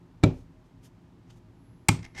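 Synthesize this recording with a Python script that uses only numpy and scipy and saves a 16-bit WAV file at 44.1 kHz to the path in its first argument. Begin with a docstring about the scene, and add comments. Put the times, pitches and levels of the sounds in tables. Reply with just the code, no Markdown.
"""Small room, low hum, one close microphone over a padded desk: hum bands and room tone run throughout.
First a plastic charging dock is set down: noise cracks, ringing housing modes, desk boom, room echo.
Then fingers brush it, swells of soft noise, and take hold of a computer mouse as a faint sine whine comes up.
The mouse clacks onto the dock, built like the first landing with a lip and a shell that ring,
and scrapes as it is seated: random tiny slips and noise drive a squeak."""
import sys
import numpy as np
from scipy import signal
from scipy.fft import rfft, irfft, next_fast_len
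from scipy.io import wavfile

SR = 44100
rng = np.random.default_rng(int(sys.argv[2]) if len(sys.argv) > 2 else 0)


def materialize(psi):
    """Save the field psi as 16-bit PCM at rate SR to the path in sys.argv[1].

    A 1-D psi becomes a single channel; in a 2-D psi each row is a channel.
    """
    bounded = np.clip(np.atleast_2d(psi).T, -1, 1)
    quanta = np.round(bounded * 32767).astype(np.int16)
    wavfile.write(sys.argv[1], SR, quanta)


N = 97020  # samples, 2.2 s


def amp(db):
    """Decibels to gain."""
    return 10 ** (np.asarray(db) / 20)


def unit(x):
    """Scaled to rms 1."""
    return x / np.sqrt(np.mean(x ** 2) + 1e-20)


def along(points, hz):
    """(Hz, value) points read on a log frequency axis."""
    f, v = np.transpose(points)
    return np.interp(np.log(hz + 1), np.log(f + 1), v)


def filtered(x, response):
    """x times a response of frequency, with padding against wrap-around."""
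    m = next_fast_len(len(x) + 8192)
    spectrum = rfft(x, m) * response(np.fft.rfftfreq(m, 1 / SR))
    return irfft(spectrum, m)[:len(x)]


def coloured(x, colour):
    """x filtered by a curve of (Hz, dB) points, at rms 1."""
    return unit(filtered(x, lambda hz: amp(along(colour, hz))))


def noise(colour):
    """Coloured noise of rms 1."""
    return coloured(rng.standard_normal(N), colour)


def since(s):
    """Seconds since a moment, zero before it."""
    return np.maximum(np.arange(N) / SR - s, 0)


def decay(t, t60):
    """Gain of a sound that falls 60 dB in t60 seconds."""
    return np.exp(-np.log(1000) * t / t60)


def soft(hz, dull_hz):
    """A soft contact passes less treble: 3 dB down at dull_hz, then 12 dB per octave."""
    return 1 / np.sqrt(1 + (hz / dull_hz) ** 4)


def swell(s, rise, fall):
    """A bell-shaped stroke peaking at s, its rise and fall given as standard deviations."""
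    t = np.arange(N) / SR - s
    return np.exp(-.5 * (t / np.where(t < 0, rise, fall)) ** 2)


def ring(s, modes, dull_hz, attack):
    """Damped sine modes struck at s, cut off after twice the longest t60."""
    out, t = np.zeros(N), since(s)
    live = (t > 0) & (t < 2 * max(mode[2] for mode in modes))
    t = t[live]
    total = np.zeros(len(t))
    for hz, db, t60 in modes:
        total += amp(db) * soft(hz, dull_hz) * decay(t, t60) * np.sin(2 * np.pi * hz * t)
    out[live] = (1 - np.exp(-t / attack)) * total
    return out


def crack(s, colour, t60, dull_hz):
    """A short noise burst standing for dense plastic resonances."""
    rise_s = .0002
    t = since(s)
    burst = filtered(noise(colour), lambda hz: soft(hz, dull_hz))
    return burst * (1 - np.exp(-(t / rise_s) ** 2)) * decay(t, t60)


# How long the small room rings. Each row: frequency in Hz, t60 in seconds.
ROOM_DECAY = [(80, .4), (300, 0.29), (1000, .27), (3000, 0.26), (8000, 0.24), (15000, .2)]


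def tail(s, colour):
    """Diffuse room sound swelling in just after s, each frequency dying at its own speed."""
    delay_s, rise_s = 0.001, 0.008  # it starts delay_s after s
    hz, t, z = signal.stft(noise(colour), SR, nperseg=256)
    fade = decay(np.maximum(t - s, 0), along(ROOM_DECAY, hz)[:, None])
    diffuse = signal.istft(z * fade, SR)[1][:N]
    return diffuse * (1 - np.exp(-since(s + delay_s) / rise_s))


# Room tone at the microphone. Each row: frequency in Hz, relative level in dB per Hz.
ROOM_TONE = [(12, -49), (20, -24), (43, -2.5), (63, -7.5), (79, -6), (104, -0.5), (142, -7), (172, -3.5),
             (222, -10), (262, -8.5), (590, -25), (642, -23), (698, -24), (897, -21.5), (1330, -29),
             (6720, -44.5), (10200, -52), (11400, -50), (16000, -57.5)]
# Narrow bands of the room's hum. Each row: centre in Hz, width in Hz, rms level in dB.
HUM_BANDS = [(112.4, 16, -61), (169.5, 12, -64.5), (267, 23, -66), (352, 10, -69), (629.5, 8, -79)]
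# The dock's electronics, loud and soft. Each row: time in seconds, sine amplitude in dB.
WHINE_LEVELS = [(1.35, -108), (1.55, -88), (1.66, -76.5), (1.85, -83.5), (1.95, -100), (2.07, -78),
                (2.19, -87)]
ROOM_TONE_DB, WHINE_HZ = -56, 11111


def background():
    """Noise makes the room tone and the fuzzy hum bands; one sine is the thin electronic whine."""
    hum = np.zeros(N)
    for centre_hz, width_hz, db in HUM_BANDS:
        band = filtered(rng.standard_normal(N), lambda f: soft(f - centre_hz, width_hz / 2))
        hum += amp(db) * unit(band)
    whine_level = amp(np.interp(since(0), *np.transpose(WHINE_LEVELS)))
    whine = whine_level * np.sin(2 * np.pi * WHINE_HZ * since(0))
    return amp(ROOM_TONE_DB) * noise(ROOM_TONE) + hum + whine


# Fingers brushing plastic close by.
# Each row: peak in seconds, rise in seconds, fall in seconds, level in dB, dull above Hz.
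FINGER_BRUSHES = [(.385, 0.069, 0.034, -69.5, 8700), (.66, 0.0098, 0.02, -78.5, 9000),
                  (0.852, 0.014, 0.018, -60, 12000), (1.306, 0.0044, 0.0056, -58, 4500),
                  (1.315, .025, .03, -69, 6080), (1.371, 0.0089, 0.013, -71, 10100)]
# Tone of skin on plastic. Each row: frequency in Hz, relative level in dB per Hz.
SKIN_COLOUR = [(200, 4), (1200, -3.5), (2400, -3), (3300, 1.5), (4200, -3.5), (6000, 1), (9000, -4),
               (12500, -2.5), (15500, -14)]


def fingers():
    """Skin slides off the dock and takes hold of the mouse: swells of dulled noise."""
    out = np.zeros(N)
    for s, rise, fall, db, dull_hz in FINGER_BRUSHES:
        skin = unit(filtered(noise(SKIN_COLOUR), lambda hz: soft(hz, dull_hz)))
        out += amp(db) * swell(s, rise, fall) * skin
    return out


# Mouse scraping in its cradle.
# Each row: peak in seconds, rise in seconds, fall in seconds, pressure level in dB.
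SCRAPE_STROKES = [(1.994, 0.0033, 0.0073, -52.5), (2.031, 0.0032, 0.0042, -45),
                  (2.047, 0.0036, 0.0011, -44.5), (2.052, 0.0022, 0.0039, -43),
                  (2.064, 0.0024, .002, -47.5), (2.152, 0.0022, 0.0048, -51.5),
                  (2.177, 0.017, 0.0085, -46.5), (2.192, 0.0084, 0.018, -39.5)]
# Tone of plastic on plastic. Each row: frequency in Hz, relative level in dB per Hz.
FRICTION_COLOUR = [(100, 5), (500, -11.5), (850, -6.5), (1350, -15), (1750, -6.5), (2150, 3), (2750, -9),
                   (3300, -9.5), (4800, -9.5), (5650, -6.5), (6800, -11.5), (8000, -15), (9700, -22),
                   (11000, -26), (15500, -34)]
# Resonances the slips ring in shell and cradle. Each row: Hz, relative level in dB, t60 in seconds.
SQUEAK_MODES = [(1840, -6, 0.017), (2156, 1, 0.031), (3330, -15, .015), (5700, -8, 0.018),
                (6330, -11, 0.014)]
SLIPS_PER_S, SLIP_SHARE = 1500, 0.57  # mean rate; share of the driving power, the rest being steady noise
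SQUEAK_DB, SCRAPE_ROOM_DB = -4.5, -12.5
LIGHT_DULL_HZ, BITE_DB = 3070, -39.5  # a light touch is dull; the treble opens around this pressure


def scrapes():
    """Tiny slips of plastic on plastic ring the shell, brighter under more pressure."""
    slips = unit((rng.random(N) < SLIPS_PER_S / SR) * rng.standard_normal(N))
    force = np.sqrt(SLIP_SHARE) * slips + np.sqrt(1 - SLIP_SHARE) * rng.standard_normal(N)
    resonance = ring(0, SQUEAK_MODES, dull_hz=12000, attack=0.0005)
    squeak = unit(signal.fftconvolve(force, resonance)[:N])
    friction = coloured(force, FRICTION_COLOUR) + amp(SQUEAK_DB) * squeak
    dull_friction = filtered(friction, lambda hz: soft(hz, LIGHT_DULL_HZ))
    pressure = sum(amp(db) * swell(s, rise, fall) for s, rise, fall, db in SCRAPE_STROKES)
    bite = np.tanh(pressure / amp(BITE_DB))
    direct = pressure * (bite * friction + (1 - bite) * dull_friction)
    room = tail(0, [(100, 1), (15000, -23)])
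    echo = signal.fftconvolve(direct, room / np.linalg.norm(room))[:N]
    return direct + amp(SCRAPE_ROOM_DB) * echo


# Weight landing on the desk. Each row: start in seconds, level in dB, dull above Hz, thin below Hz.
DESK_THUMPS = [(0.2306, -36, 400, 60), (0.2368, -10, 620, 32), (1.8891, -13.5, 231.5, 56),
               (1.992, -34.5, 126, 50)]
# Modes of the desk top. Each row: frequency in Hz, relative level in dB, t60 in seconds.
DESK_MODES = [(37.3, -23.5, 0.6), (69.3, -21.5, 0.49), (84.1, -15.5, 0.19), (107.7, 1, 0.18),
              (142, -2, 0.17), (163.6, -2.5, 0.19), (180.4, -16, .24), (257.3, -8.5, .26),
              (294.8, -5.5, 0.13), (311, 3, 0.052), (368.2, -12, 0.25), (401.3, -12.5, 0.12),
              (465, -20, 0.25), (548.7, -11, 0.1), (626, -10.5, .13)]


def desk():
    """The padded desk top booms under each load; a high-pass thins the deep bass of each thump."""
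    out = np.zeros(N)
    for s, db, dull_hz, thin_hz in DESK_THUMPS:
        boom = ring(s, DESK_MODES, dull_hz, attack=0.0016)
        high_pass = signal.butter(2, thin_hz, "highpass", fs=SR, output="sos")
        out += amp(db) * signal.sosfilt(high_pass, boom)
    return out


# The dock's base meeting the desk. Each row: start in seconds, level in dB.
BASE_CONTACTS = [(0.2305, -39), (0.2355, -19.5), (0.2376, -20.5), (.2398, -21.5)]
# Noisy crack of the base. Each row: frequency in Hz, relative level in dB per Hz.
BASE_CRACK = [(100, -3.5), (500, 7.5), (1100, -3), (1700, -10), (2400, 0.5), (2900, -13.5), (4200, -11),
              (6000, -16.5), (7500, -19), (10000, -28), (13500, -30.5), (15800, -43)]
# Modes of the dock's housing. Each row: frequency in Hz, relative level in dB, t60 in seconds.
HOUSING_MODES = [(788, -5.5, 0.049), (890, -23, .03), (1322, -2, 0.037), (2000, -21.5, 0.035),
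                 (2322, 1, 0.037), (2760, -29, 0.026), (3730, -6, 0.028), (3990, -14, 0.055),
                 (4120, -15, 0.024), (7310, -9.5, 0.018), (7400, -13, 0.013), (8760, -20.5, 0.028)]
# The room's answer to the dock. Each row: frequency in Hz, relative level in dB per Hz.
DOCK_ROOM = [(50, -27), (90, 4), (170, -2), (330, 9), (680, -1.5), (1000, -11), (1700, -20.5),
             (2100, -19.5), (2330, -11), (2700, -19), (4200, -23.5), (7500, -32), (10000, -47),
             (15000, -42)]
DOCK_CRACK_T60, DOCK_RING_DB, DOCK_ECHO_DB = .028, -19, -25.5  # s, dB, dB


def dock():
    """The base touches down edge by edge: four cracks, the third also ringing the housing."""
    cracks = sum(amp(db) * crack(s, BASE_CRACK, DOCK_CRACK_T60, dull_hz=14950) for s, db in BASE_CONTACTS)
    second, third = BASE_CONTACTS[1][0], BASE_CONTACTS[2][0]
    housing = amp(DOCK_RING_DB) * ring(third, HOUSING_MODES, dull_hz=13900, attack=0.00051)
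    echo = amp(DOCK_ECHO_DB) * tail(second, DOCK_ROOM)
    return cracks + housing + echo


# The mouse meeting the dock. Each row: start in seconds, level in dB, dull above Hz.
SHELL_CONTACTS = [(1.885, -20.5, 14000), (1.8875, -8.5, 7940), (1.8893, -16, 4910), (1.8908, -21.5, 5020)]
# Noisy crack of the mouse. Each row: frequency in Hz, relative level in dB per Hz.
SHELL_CRACK = [(100, -22.5), (620, -19.5), (850, -6), (1400, -3.5), (1850, -11), (2200, 5.5), (3400, -4),
               (5500, -7.5), (8300, -3.5), (9700, -12.5), (11500, -6.5), (14000, -15), (15800, -23)]
# Modes of the cradle's lip, touched first. Each row: Hz, relative level in dB, t60 in seconds.
LIP_MODES = [(2195, -5.5, 0.036), (7360, -9.5, 0.029), (7770, -2.5, 0.015), (7940, 1.5, 0.018),
             (8680, -2, 0.015)]
# Modes of the mouse shell on the dock. Each row: Hz, relative level in dB, t60 in seconds.
SHELL_MODES = [(848, -2, 0.033), (890, -0.5, 0.028), (1112, -3, .035), (1297, -6.5, 0.035),
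               (1590, -8, .028), (2158, -2, .035), (2350, -4.5, 0.043), (2400, -6, 0.058), (2780, -26, .03),
               (3225, -7, 0.031), (4020, -15, .025), (4580, -9, 0.016), (4750, -4.5, .022),
               (5680, -11, .025)]
# The room's answer to the mouse. Each row: frequency in Hz, relative level in dB per Hz.
MOUSE_ROOM = [(50, -20), (100, 17), (200, 13), (350, 7), (600, -2), (880, 5), (1300, -1), (1750, -8.5),
              (2200, 4), (3000, -5), (5500, -6), (8600, -5), (9500, -18.5), (11800, -17), (13000, -27),
              (15500, -30.5)]
MOUSE_CRACK_T60, LIP_RING_DB, SHELL_RING_DB, MOUSE_ECHO_DB = 0.017, -15, -12.5, -27.5  # s, then dB


def mouse():
    """A bright first touch on the lip, then the shell drops home, rings and chatters."""
    cracks = sum(amp(db) * crack(s, SHELL_CRACK, MOUSE_CRACK_T60, dull_hz)
                 for s, db, dull_hz in SHELL_CONTACTS)
    touch, home = SHELL_CONTACTS[0][0], SHELL_CONTACTS[1][0]
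    lip = amp(LIP_RING_DB) * ring(touch, LIP_MODES, dull_hz=15000, attack=0.00044)
    shell = amp(SHELL_RING_DB) * ring(home, SHELL_MODES, dull_hz=12000, attack=0.0016)
    echo = amp(MOUSE_ECHO_DB) * tail(touch, MOUSE_ROOM)
    return cracks + lip + shell + echo


def scene():
    """Everything at one close microphone."""
    return (dock() + mouse() + desk() + scrapes() + fingers() + background())[None]


def record(dry):
    """The microphone loses its top treble; the recorder keeps nothing above its band limit."""
    mic_dull_hz, top_hz = 15800, 15900
    response = lambda hz: (hz < top_hz) / (1 + (hz / mic_dull_hz) ** 10)
    return np.array([filtered(x, response) for x in dry])


dry = scene()
out = record(dry)
materialize(out)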